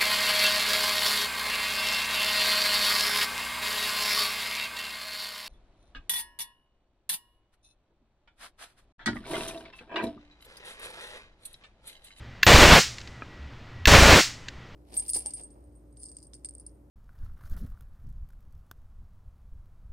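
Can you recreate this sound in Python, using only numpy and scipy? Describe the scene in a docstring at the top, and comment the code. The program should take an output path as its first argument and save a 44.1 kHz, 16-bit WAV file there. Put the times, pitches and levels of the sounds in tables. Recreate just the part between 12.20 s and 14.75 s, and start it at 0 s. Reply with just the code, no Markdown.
"""A switch clicks, a faint whine rises, and a stun gun breaks into a harsh crackle: two short bursts,
close to a phone in a small, quiet room. The converter whines as it charges, then sparks jump about
28 times a second. Their cracks and the room's ring overload the microphone into a rasp with a thump
per spark; the ring then dies away. The case ticks lightly and the hand shifts its grip."""
import sys
import numpy as np
from scipy import signal
from scipy.fft import rfft, irfft
from scipy.io import wavfile
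from scipy.ndimage import uniform_filter1d

SR = 44100
rng = np.random.default_rng(int(sys.argv[2]) if len(sys.argv) > 2 else 0)


def store_pcm(level_fs):
    """Save levels as 16-bit WAV."""
    pcm = np.round(np.clip(level_fs, -1, 1) * 32767).astype(np.int16)
    wavfile.write(sys.argv[1], SR, np.atleast_2d(pcm).T)


N = 112454


def undb(db):
    """Level in dB to gain."""
    return 10 ** (np.asarray(db) / 20)


def fade(t, t60_s):
    """Exponential decay, 60 dB in t60_s."""
    return np.exp(-np.log(1000) * t / t60_s)


def colour(x, points):
    """Causal filter through (Hz, dB) points; white noise keeps its level."""
    size = 8192
    hz, db = np.array(points, float).T
    bin_hz = np.arange(size // 2 + 1) * SR / size
    gain = undb(np.interp(np.log(bin_hz + 1), np.log(hz), db))
    cepstrum = irfft(np.log(gain / np.sqrt(np.mean(gain ** 2))))
    cepstrum[1:size // 2] *= 2  # fold to minimum phase
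    cepstrum[size // 2 + 1:] = 0
    return signal.fftconvolve(x, irfft(np.exp(rfft(cepstrum))))[:len(x)]


def wavering_tone(hz, width_hz):
    """Narrow-band noise, unit RMS."""
    offset_hz = np.arange(N // 2 + 1) * SR / N - hz
    band = irfft(rfft(rng.standard_normal(N)) / (1 + (2 * offset_hz / width_hz) ** 2), N)
    return band / band.std()


def add(out, at_s, sound):
    """Mix a sound in at at_s."""
    i = int(at_s * SR)
    out[i:i + len(sound)] += sound[:N - i]


def strike(modes, t):
    """Damped modes, slightly detuned per blow."""
    out = np.zeros(len(t))
    for k, (hz, db, t60_s) in enumerate(modes):
        detuned_hz = hz * (1 + 0.014 * rng.standard_normal())
        out += (-1) ** k * undb(db) * fade(t, t60_s) * np.sin(2 * np.pi * detuned_hz * t)
    return out


# Room noise spectrum (frequency [Hz], gain [dB])
FLOOR_SPECTRUM = [(25, -1.5), (60, -6), (120, -3.5), (170, -9), (250, -10), (420, -16.5), (800, -19),
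                  (1400, -19), (2200, -21), (3200, -24.5), (5200, -32.5), (7500, -43), (10000, -56.5),
                  (16000, -58)]
# Room hum (frequency [Hz], level [dB])
HUM_TONES = [(66, -52), (119, -50.5), (1930, -62), (2019, -67.5)]
def background(floor_db=-46.5):
    """Low room noise and a wavering hum."""
    hum = sum(undb(db) * wavering_tone(hz, width_hz=12.5) for hz, db in HUM_TONES)
    return undb(floor_db) * colour(rng.standard_normal(N), FLOOR_SPECTRUM) + hum


# Case modes under the hand (frequency [Hz], gain [dB], t60 [s])
KNOCK_MODES = [(254, 6, 0.026), (666, -1, 0.026), (930, -4, .03), (1267, 6.5, 0.041), (1710, 3, 0.03),
               (2410, 2, .035)]
# Grip shifts (centre time [s], half-width [s], frequency [Hz], level [dB])
GRIP_RUMBLES = [(1.225, 0.17, 68.5, -47.5), (1.617, 0.056, 84, -35)]
def hand(knock_s=1.021, knock_db=-37):
    """The hand knocks the case once and rumbles as it shifts."""
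    out, t = np.zeros(N), np.arange(SR // 6) / SR
    add(out, knock_s, undb(knock_db) * strike(KNOCK_MODES, t))
    for at_s, half_width_s, hz, db in GRIP_RUMBLES:
        envelope = np.exp(-((np.arange(N) / SR - at_s) / half_width_s) ** 2)
        out += undb(db) * envelope * wavering_tone(hz, width_hz=9.7)
    return out


# Snap spectrum (frequency [Hz], gain [dB])
SNAP_SPECTRUM = [(200, -36), (800, -26), (1600, 0), (4300, 1.5), (7300, -9), (11000, -48), (16000, -29)]
def snap(t, t60_s=0.029):
    """Plastic snap: a decaying noise burst."""
    return colour(rng.standard_normal(len(t)) * fade(t, t60_s), SNAP_SPECTRUM)


# Switch and plastic case modes (frequency [Hz], gain [dB], t60 [s])
CASE_MODES = [(1070, -15, 0.054), (1600, 4, 0.018), (1760, 2.5, 0.032), (2010, 3, 0.02), (2680, 5, .024),
              (3520, 4.5, 0.0076), (4440, -2.5, 0.027), (4970, -11.5, 0.014), (6720, -31, 0.011)]
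# Light ticks (time [s], gain [dB])
CASE_TICKS = [(.228, -24), (.783, -29), (0.803, -37), (0.814, -35), (0.874, -33.5), (2.2842, -25)]
def ticks(gain_db=-16, snap_db=11.5):
    """Switch and case tick: a snap plus ringing modes."""
    out, t = np.zeros(N), np.arange(SR // 6) / SR
    for at_s, db in CASE_TICKS:
        add(out, at_s, undb(gain_db + db) * (strike(CASE_MODES, t) + undb(snap_db) * snap(t)))
    return out


# Brief high whine at each press (frequency [Hz], gain [dB], t60 [s])
PRESS_WHINE_MODES = [(14900, -22, 0.023), (15600, -32, 0.025)]
# Switch presses (time [s], gain [dB], charge time [s])
SWITCH_PRESSES = [(0.231, 0.5, 0.032), (1.6554, -1, .017)]
def switch(click_db=-13, snap_db=-2.5, room_db=-24, room_t60_s=0.3):
    """Each press snaps and rings the case and the room, with a brief high whine."""
    out, t = np.zeros(N), np.arange(SR // 6) / SR
    for at_s, db, _ in SWITCH_PRESSES:
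        click = strike(CASE_MODES, t) + undb(snap_db) * snap(t) + undb(room_db) * snap(t, room_t60_s)
        add(out, at_s, undb(db) * (undb(click_db) * click + strike(PRESS_WHINE_MODES, t)))
    return out


def converter(start_hz=13940, rise_hz_per_s=17000, gain_db=-33.5, attack_s=0.023, t60_s=0.08):
    """The whine rises while the converter charges, then fades."""
    out, t = np.zeros(N), np.arange(SR // 8) / SR
    for at_s, _, charge_s in SWITCH_PRESSES:
        hz = start_hz + rise_hz_per_s * np.minimum(t, charge_s)
        envelope = np.minimum(t / attack_s, 1) * fade(np.maximum(t - charge_s, 0), t60_s)
        add(out, at_s, undb(gain_db) * envelope * np.sin(2 * np.pi * np.cumsum(hz) / SR))
    return out


# Overload rasp spectrum (frequency [Hz], gain [dB])
RASP_SPECTRUM = [(25, -6), (70, -9), (150, 2.5), (300, -0.5), (580, 1), (1000, -1.5), (2000, -2),
                 (3000, -5.5), (4500, -10.5), (7000, -32.5), (10000, -29.5), (16000, -37)]
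# Rasp swell (time [s], gain [dB])
RASP_ENVELOPE = [(.27, 2), (0.336, 2.5), (.36, 3.5), (.385, 0), (.44, 4.5), (.475, -1.5), (.525, 4.5),
                 (.58, 1), (1.68, 0.5), (1.705, -2), (1.747, 5), (1.777, -0.5), (1.85, -1), (1.9, 2.5),
                 (1.95, 2), (2.0, 0)]
def overload(x, window_s=0.005, ratio=27, rail=1.3, knee_db=2.5, limited_db=-20.5, rasp_db=-12):
    """A fast limiter holds the input down; above the rail the flattened wave breaks into a low rasp."""
    power = uniform_filter1d(x ** 2, int(window_s * SR))
    limited = x * np.maximum(power, 1) ** (-(1 - 1 / ratio) / 2)
    over_db = 10 * np.log10(np.abs(power) / rail ** 2 + 1e-12)
    depth = (1 + np.tanh(over_db / knee_db)) / 2
    flattened = np.tanh(2 * limited)
    rasp = colour(depth * flattened * rng.choice([-1, 1], N), RASP_SPECTRUM)
    swell_db = np.interp(np.arange(N) / SR, *np.array(RASP_ENVELOPE).T)
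    return undb(limited_db) * limited + undb(rasp_db + swell_db) * rasp


# Sparks (time [s], crack gain [dB], thump gain [dB])
DISCHARGES = [(.266, 2.5, 0), (.301, 0.5, -1), (.329, 6.5, -4), (.344, 9.5, 9), (.378, 10.5, 3),
              (.406, 5, -11), (.419, 5.5, 3.5), (.449, 0, 3.5), (.485, -4.5, 0.5), (.519, -1, 7),
              (.546, -3.5, -4), (1.672, 1, 5.5), (1.715, -3, 4), (1.733, 1, -16), (1.749, 0, 5.5),
              (1.785, -1.5, 5.5), (1.821, 0.5, 7), (1.855, -0.5, 2.5), (1.893, -0.5, 4), (1.927, -5.5, 4.5),
              (1.958, -3, -6)]
def thumps(median_hz=67.5, log_spread=0.32, attack_s=0.0042, t60_s=0.048, gain_db=-2.5):
    """Each spark kicks the microphone into a short low swing."""
    out, t = np.zeros(N), np.arange(SR // 8) / SR
    envelope = (1 - np.exp(-t / attack_s)) * fade(t, t60_s)
    for at_s, _, db in DISCHARGES:
        hz = median_hz * np.exp(log_spread * rng.standard_normal())
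        add(out, at_s, undb(gain_db + db) * envelope * np.sin(2 * np.pi * hz * t))
    return out


# Spectrum of crack and room ring (frequency [Hz], gain [dB])
SPARK_SPECTRUM = [(150, -33), (400, -21), (1000, -13), (2000, -2.5), (3500, -3), (5200, -0.5), (7200, -3.5),
                  (8600, -10.5), (12800, -20.5), (14800, -15.5), (16000, -19.5)]
def sparks(crack_db=12, crack_t60_s=0.0034, room_db=13.5, late_db=-36, late_t60_s=0.93):
    """Each spark is a short crack and a dense room ring whose top dies first."""
    split_hz, low_t60_s, top_t60_s = 9200, 0.3, 0.24
    likeness = 0.45  # share of ring power common to all sparks
    out, t = np.zeros(N), np.arange(SR * 3 // 4) / SR
    lowpass = signal.butter(2, split_hz, fs=SR, output="sos")
    shared_noise = rng.standard_normal(len(t))
    for at_s, db, _ in DISCHARGES:
        crack_noise, own_noise, late_noise = rng.standard_normal((3, len(t)))
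        crack = undb(crack_db) * crack_noise * fade(t, crack_t60_s)
        reflections = np.sqrt(likeness) * shared_noise + np.sqrt(1 - likeness) * own_noise
        low = signal.sosfilt(lowpass, reflections)
        early = low * fade(t, low_t60_s) + (reflections - low) * fade(t, top_t60_s)
        late = undb(late_db) * signal.sosfilt(lowpass, late_noise) * fade(t, late_t60_s)
        add(out, at_s, undb(db) * (crack + undb(room_db) * (early + late)))
    return colour(out, SPARK_SPECTRUM)


def scene():
    """One microphone, the same in both channels."""
    mono = overload(sparks()) + thumps() + switch() + ticks() + hand() + converter() + background()
    return np.array([mono, mono])


def record(dry):
    """The phone rounds the highest peaks and cuts the top."""
    cutoff_hz = 15750
    rounded = dry / (1 + dry ** 6) ** (1 / 6)
    return signal.sosfilt(signal.ellip(10, 0.2, 80, cutoff_hz, fs=SR, output="sos"), rounded)


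dry = scene()
out = record(dry)
store_pcm(out)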